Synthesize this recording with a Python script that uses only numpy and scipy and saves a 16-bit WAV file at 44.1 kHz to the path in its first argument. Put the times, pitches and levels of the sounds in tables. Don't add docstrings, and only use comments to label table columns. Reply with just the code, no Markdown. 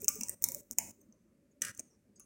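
import sys
import numpy as np
from scipy import signal
from scipy.fft import rfft, irfft
from scipy.io import wavfile
from scipy.ndimage import uniform_filter1d, minimum_filter1d

SR = 44100
rng = np.random.default_rng(int(sys.argv[2]) if len(sys.argv) > 2 else 0)


def persist_wave(psi):
    counts = np.round(np.clip(psi, -1, 1) * 32767).astype(np.int16)
    wavfile.write(sys.argv[1], SR, np.atleast_2d(counts).T)


N = 99225

# f/Hz, level/dB
SNAP = [(100, -42), (3000, -47.5), (4100, -44.5), (4800, -26.5), (5500, -7), (6800, -1), (8600, -4),
        (10000, -9.5), (11700, -21.5), (16000, -12)]
# f/Hz, level/dB
SIZZLE = [(100, -62), (9000, -53.5), (12000, -15.5), (13300, -2), (15200, -4.5), (16500, -7)]


def undb(db):
    return 10 ** (np.asarray(db) / 20)


def curve(points, hz):
    p = np.array(points, float)
    return np.interp(np.log(np.maximum(hz, 1)), np.log(p[:, 0]), p[:, 1])


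def tint(x, points):
    gain = undb(curve(points, np.fft.rfftfreq(len(x), 1 / SR)))
    return irfft(rfft(x) * gain, len(x))


def impact(points, size=1024):
    log_gain = np.log(undb(curve(points, np.fft.rfftfreq(size, 1 / SR))))
    cepstrum = irfft(log_gain)
    cepstrum[1:size // 2] *= 2
    cepstrum[size // 2 + 1:] = 0
    return irfft(np.exp(rfft(cepstrum)))


def ring(hz, decay):
    t = np.arange(int(20 * decay * SR)) / SR
    env = t * np.exp(-t / decay)
    return 2 * env / env.sum() * np.sin(2 * np.pi * hz * t)


def add(out, at, x):
    i = max(int(at * SR), 0)
    out[i:i + len(x)] += x[:max(N - i, 0)]


def unit(x):
    return x / np.sqrt(np.mean(x ** 2))


def walk(rate):
    k = int(SR / rate)
    steps = np.repeat(rng.standard_normal(N // k + 1), k)
    return unit(uniform_filter1d(steps, k))[:N]


def scatter(x, size=700):
    t = np.arange(size) / SR

    def burst(decay, db):
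        noise = rng.standard_normal(size) * np.sqrt(t) * np.exp(-t / decay)
        return unit(noise) * undb(db) / np.sqrt(size)

    reflections = burst(decay=0.0022, db=-5)
    splinters = burst(decay=0.00029, db=-3.5)
    response = reflections + splinters
    response[0] = 1
    return np.convolve(x, response / np.linalg.norm(response))


def grains(length, colour):
    ticks_per_s, spread_db = 650, 5.5
    n = int(length * SR)
    hit = rng.random(N)[:n] < ticks_per_s / SR
    size = rng.standard_normal(N)[:n]
    ticks = hit * np.sign(size) * undb(spread_db * np.abs(size))
    return unit(signal.fftconvolve(ticks, colour)[:n])


def cracks():
    # t/s, snap level/dB, sizzle level/dB, shell ring f/Hz, ring level/dB,
    # hollow knock f/Hz, knock level/dB, beak clack f/Hz, clack level/dB
    crack_table = [ (0.019, -21, -33, 14400, -0.5, 1200, -37.5, 2400, -23.5),
                   (0.0449, -3.5, -6, 6300, -12.5, 1231, -35, 2650, -17.5),
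                   (0.0496, -17.5, -13.5, 7300, -26.5, 1200, -40.5, 2650, -20.5),
                   (.0820, 10.5, -4, 6500, 14.5, 1193, -5, 2300, -3.5),
                   (0.0855, 5, -16, 6300, 6, 1422, -8.5, 2680, -9),
                   (0.0879, 3, 5.5, 15400, 13, 1200, -10, 2905, -14),
                   (0.1563, -18.5, -10.5, 8600, -12.5, 1210, -22.5, 2400, -25),
                   (0.2095, -9, -7, 15400, -6, 1048, -18, 2700, -9.5),
                   (0.2116, -4.5, -20.5, 5850, 4, 1000, -15, 2350, -9.5),
                   (0.2343, -2.5, -26.5, 5980, 6, 960, -12, 2700, -17.5),
                   (0.2849, -6.5, -23, 6200, -13.5, 1074, -31, 1897, -19),
                   (0.2948, -7, -2.5, 8500, 5.5, 584, -15, 1930, -15),
                   (0.4236, -11, 2.5, 14900, -4, 581, -13.5, 2200, -40),
                   (0.433, -11.5, -11, 13500, -13.5, 970, -30.5, 2200, -26),
                   (0.44, 9.5, 8, 13800, 9.5, 965, -8.5, 2200, -6.5),
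                   (0.4401, -8, 3.5, 5900, 14.5, 1200, -13, 3700, -9),
                   (0.4423, 4, 2.5, 6250, 5, 1250, -21, 4200, -9.5),
                   (0.4872, -0.5, -0.5, 15000, -7, 1000, -17, 2200, -12),
                   (.5197, -9.5, -6, 7200, -15, 570, -27, 2200, -36.5),
                   (0.5469, -7, -1, 7100, -11.5, 581, -18.5, 2300, -26),
                   (0.7112, -5.5, -6, 6600, -10, 580, -25.5, 2200, -28.5),
                   (.7848, 0, -6, 5500, 3, 680, -5.5, 2170, -1.5),
                   (0.7853, 3.5, 0, 6700, 15.5, 902.3, -1, 2900, -7),
                   (0.786, 2.5, -1.5, 15000, 5, 1800, -13, 2520, -3),
                   (1.749, -8.5, -42, 6600, -11, 1390, -17.5, 2000, -21.5),
                   (1.7755, -5, -28, 4700, -14, 1198, -21, 2410, -23),
                   (1.795, -7, -31, 8700, -4.5, 600, -14, 2380, -18),
                   (1.7998, -15, -35, 6680, -15, 587, -12, 2380, -24),
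                   (2.1975, -9, -15, 10500, -6.5, 1200, -13.5, 2700, -19),
                   (2.2032, -18, -34, 6540, -7, 1450, -19, 2250, -28), ]
    # f/Hz, decay/s, relative level/dB
    cup_modes = [(722, .012, -4.5), (901.5, 0.0099, -4.5), (980, 0.02, -4.5), (1191.5, 0.02, -1),
                 (2000, 0.016, -4.5), (2657, 0.0088, -2.5), (2890, 0.012, -8.5)]
    shell_decay_s, knock_decay_s, clack_decay_s = 0.00038, 0.0019, 0.0011
    shell, rings, beak = np.zeros(N), np.zeros(N), np.zeros(N)
    snap, sizzle = impact(SNAP), impact(SIZZLE)
    for at, snap_db, top_db, ring_hz, ring_db, knock_hz, knock_db, clack_hz, clack_db in crack_table:
        add(shell, at, scatter(undb(snap_db) * snap + undb(top_db) * sizzle))
        add(rings, at, scatter(undb(ring_db) * ring(ring_hz, shell_decay_s)))
        add(beak, at, undb(knock_db) * ring(knock_hz, knock_decay_s))
        add(beak, at, undb(clack_db) * ring(clack_hz, clack_decay_s))
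    rings = signal.sosfilt(signal.butter(6, 5000, "high", fs=SR, output="sos"), rings)
    cup = np.zeros(N)
    for hz, decay, mode_db in cup_modes:
        cup += undb(mode_db) * signal.fftconvolve(beak, ring(hz, decay))[:N]
    return shell + rings + beak + undb(3.0) * cup


def crackle():
    # start t/s, length/s, rms level/dB
    crackle_table = [(0, 0.062, -53.5), (0.219, .12, -55.5), (0.562, 0.074, -59), (0.713, 0.023, -52),
                     (0.776, 0.14, -56.5), (1.612, 0.011, -56)]
    out = np.zeros(N)
    tick = impact(SNAP) + undb(-7.5) * impact(SIZZLE)
    for at, length, db in crackle_table:
        add(out, at, undb(db) * grains(length, tick))
    return out


def rubs():
    # start t/s, length/s, squeak f/Hz, rms level/dB
    rub_table = [(1.003, 0.046, 6410, -64), (1.005, 0.022, 8360, -64.5), (1.51, .025, 6750, -69.5),
                 (1.764, .02, 6400, -53), (1.792, .012, 6435, -44.5), (1.806, 0.099, 6540, -63),
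                 (1.892, .09, 5770, -68), (2.156, 0.037, 6580, -57.5), (2.154, .03, 8200, -63),
                 (2.155, 0.049, 5030, -69), (2.193, 0.058, 6480, -53)]
    width_hz, sag_hz_per_s = 390, 2000
    rise = 0.2
    lowpass = signal.butter(2, width_hz / 2, fs=SR, output="sos")
    out = np.zeros(N)
    for at, length, hz, db in rub_table:
        t = np.arange(int(length * SR)) / SR
        noise = rng.standard_normal(N) + 1j * rng.standard_normal(N)
        rough = signal.sosfilt(lowpass, noise)[-len(t):]
        squeak = (rough * np.exp(2j * np.pi * (hz - sag_hz_per_s * t / 2) * t)).real
        swell = np.interp(t / length, [0, rise, 1], [0, 1, 0])
        add(out, at, undb(db) * unit(squeak * swell))
    return out


def nibbles():
    # t/s, ring f/Hz, level/dB
    nibble_table = [(1.015, 14180, -18), (1.125, 6140, -13)]
    out = np.zeros(N)
    for at, hz, db in nibble_table:
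        add(out, at, scatter(undb(db) * ring(hz, decay=0.00049)))
    return out


def clatter():
    # t/s, level/dB
    strike_table = [(1.619, -1.5), (1.6202, -8), (1.6207, 0), (1.6217, -1), (1.6499, -7), (1.652, -8.5)]
    # f/Hz, level/dB
    husk_colour = [(100, -33), (850, -55.5), (1250, -16), (1800, -10), (3000, -8), (4200, -21), (5200, -11),
                   (5950, 3), (7200, -3), (8400, -1), (11000, -14), (15500, -14.5)]
    # f/Hz, relative level/dB
    skitter_colour = [(100, -40), (850, -27), (1250, -2), (1850, 6.5), (3000, -16), (4200, -11), (5200, -6),
                      (5950, 0), (8400, 0), (11000, -4), (15500, -14)]
    skitter_at_s, skitter_length_s = 1.628, 0.074
    skitter_start_db, fade_db_per_s = -45, 81.5
    out, tick = np.zeros(N), impact(husk_colour)
    for at, db in strike_table:
        add(out, at, scatter(undb(db) * tick))
    slide = grains(skitter_length_s, impact(skitter_colour))
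    t = np.arange(len(slide)) / SR
    add(out, skitter_at_s, scatter(slide * undb(skitter_start_db - fade_db_per_s * t)))
    return out


def room(x):
    # f/Hz, time/s
    decay_times = [(300, .6), (1500, 0.35), (6500, 0.528), (10000, 0.47), (15000, 0.62)]
    # f/Hz, level/dB
    tail_colour = [(200, -2.5), (1000, -3.5), (2400, -4.5), (4000, -5.5), (6500, -16), (10000, -10.5),
                   (12500, -11), (14800, -19), (16500, -13)]
    t = np.arange(SR) / SR
    noise, hz = rfft(rng.standard_normal(SR)), np.fft.rfftfreq(SR, 1 / SR)
    tail = np.zeros(SR)
    for centre, t60 in decay_times:
        share = curve([(f, f == centre) for f, _ in decay_times], hz)
        build_up = 1 - np.exp(-t / 0.0022)
        env = np.exp(-np.log(1000) * t / t60) * build_up
        tail += irfft(noise * share, SR) * env / np.linalg.norm(env)
    return signal.fftconvolve(x, tint(tail, tail_colour))[:N]


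def low_tones():
    # t/s, f/Hz, peak level/dB
    tone_table = [(0.025, 408.4, -46), (0.156, 429.7, -49.5), (.205, 229.3, -48), (0.982, 394, -52),
                  (.49, 541, -51), (.55, 578.4, -51.5), (.615, 575.4, -51.5), (0.602, 141, -57.5),
                  (0.707, 242, -50.5), (1.086, 224, -45), (1.249, 335, -56.5), (1.55, 580, -56),
                  (1.689, 106, -51), (2.089, 204, -49.5)]
    out = np.zeros(N)
    for at, hz, db in tone_table:
        tone = ring(hz, decay=0.0094)
        add(out, at, undb(db) * tone / np.abs(tone).max())
    return out


def ambience():
    # f/Hz, relative level/dB per Hz
    rumble_colour = [(25, -23.5), (50, -4), (100, -6), (150, -2.5), (230, 3), (330, -3.5), (470, -11),
                     (580, -9), (720, -23), (1200, -24), (2400, -26.5), (3300, -34.5), (8000, -30),
                     (16000, -38)]
    # f/Hz, width/Hz, rms level/dB
    drone_table = [(98.4, 9.7, -71), (563, 30, -73.5)]
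    rumble_db, waver_db = -59, 3
    base = unit(tint(rng.standard_normal(N), rumble_colour)) * undb(rumble_db)
    f, out = np.fft.rfftfreq(N, 1 / SR), base
    band = np.round(2 * np.log2(np.maximum(f, 1) / 100))
    for k in range(-2, 8):
        part = irfft(rfft(base) * (band == k), N)
        out = out + part * (undb(waver_db * walk(rate=24)) - 1)
    for hz, width, db in drone_table:
        peak = 1 / (1 + (2 * (f - hz) / width) ** 2)
        out = out + undb(db) * unit(irfft(rfft(rng.standard_normal(N)) * peak, N))
    return out


def scene():
    near, faint, husk = cracks() + crackle() + rubs(), nibbles(), clatter()
    tail = room(undb(0.5) * near + undb(3) * faint + undb(2.5) * husk)
    return (near + faint + husk + tail + low_tones() + ambience())[None]


def record(dry):
    open_db, close_db, depth_db = -41.5, -54.5, 12
    window_s, hold_s = 0.016, 0.002
    sense_hz, top_hz = 2990, 16000
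    treble = signal.sosfilt(signal.butter(2, sense_hz, "high", fs=SR, output="sos"), dry[0])
    power = np.abs(uniform_filter1d(treble ** 2, int(window_s * SR)))
    level_db = 10 * np.log10(power + 1e-18)
    held_db = -minimum_filter1d(-level_db, int(hold_s * SR))

    def last(happens):
        return np.maximum.accumulate(happens * np.arange(N))

    settled = np.arange(N) > window_s * SR
    last_close = last(settled & (held_db < close_db))
    last_open = last(held_db > open_db)
    shut = 1. * (last_close > last_open)
    gain = undb(-depth_db * uniform_filter1d(shut, size=200))
    return signal.sosfilt(signal.ellip(8, .2, 70, top_hz, fs=SR, output="sos"), dry * gain)


dry = scene()
out = record(dry)
persist_wave(out)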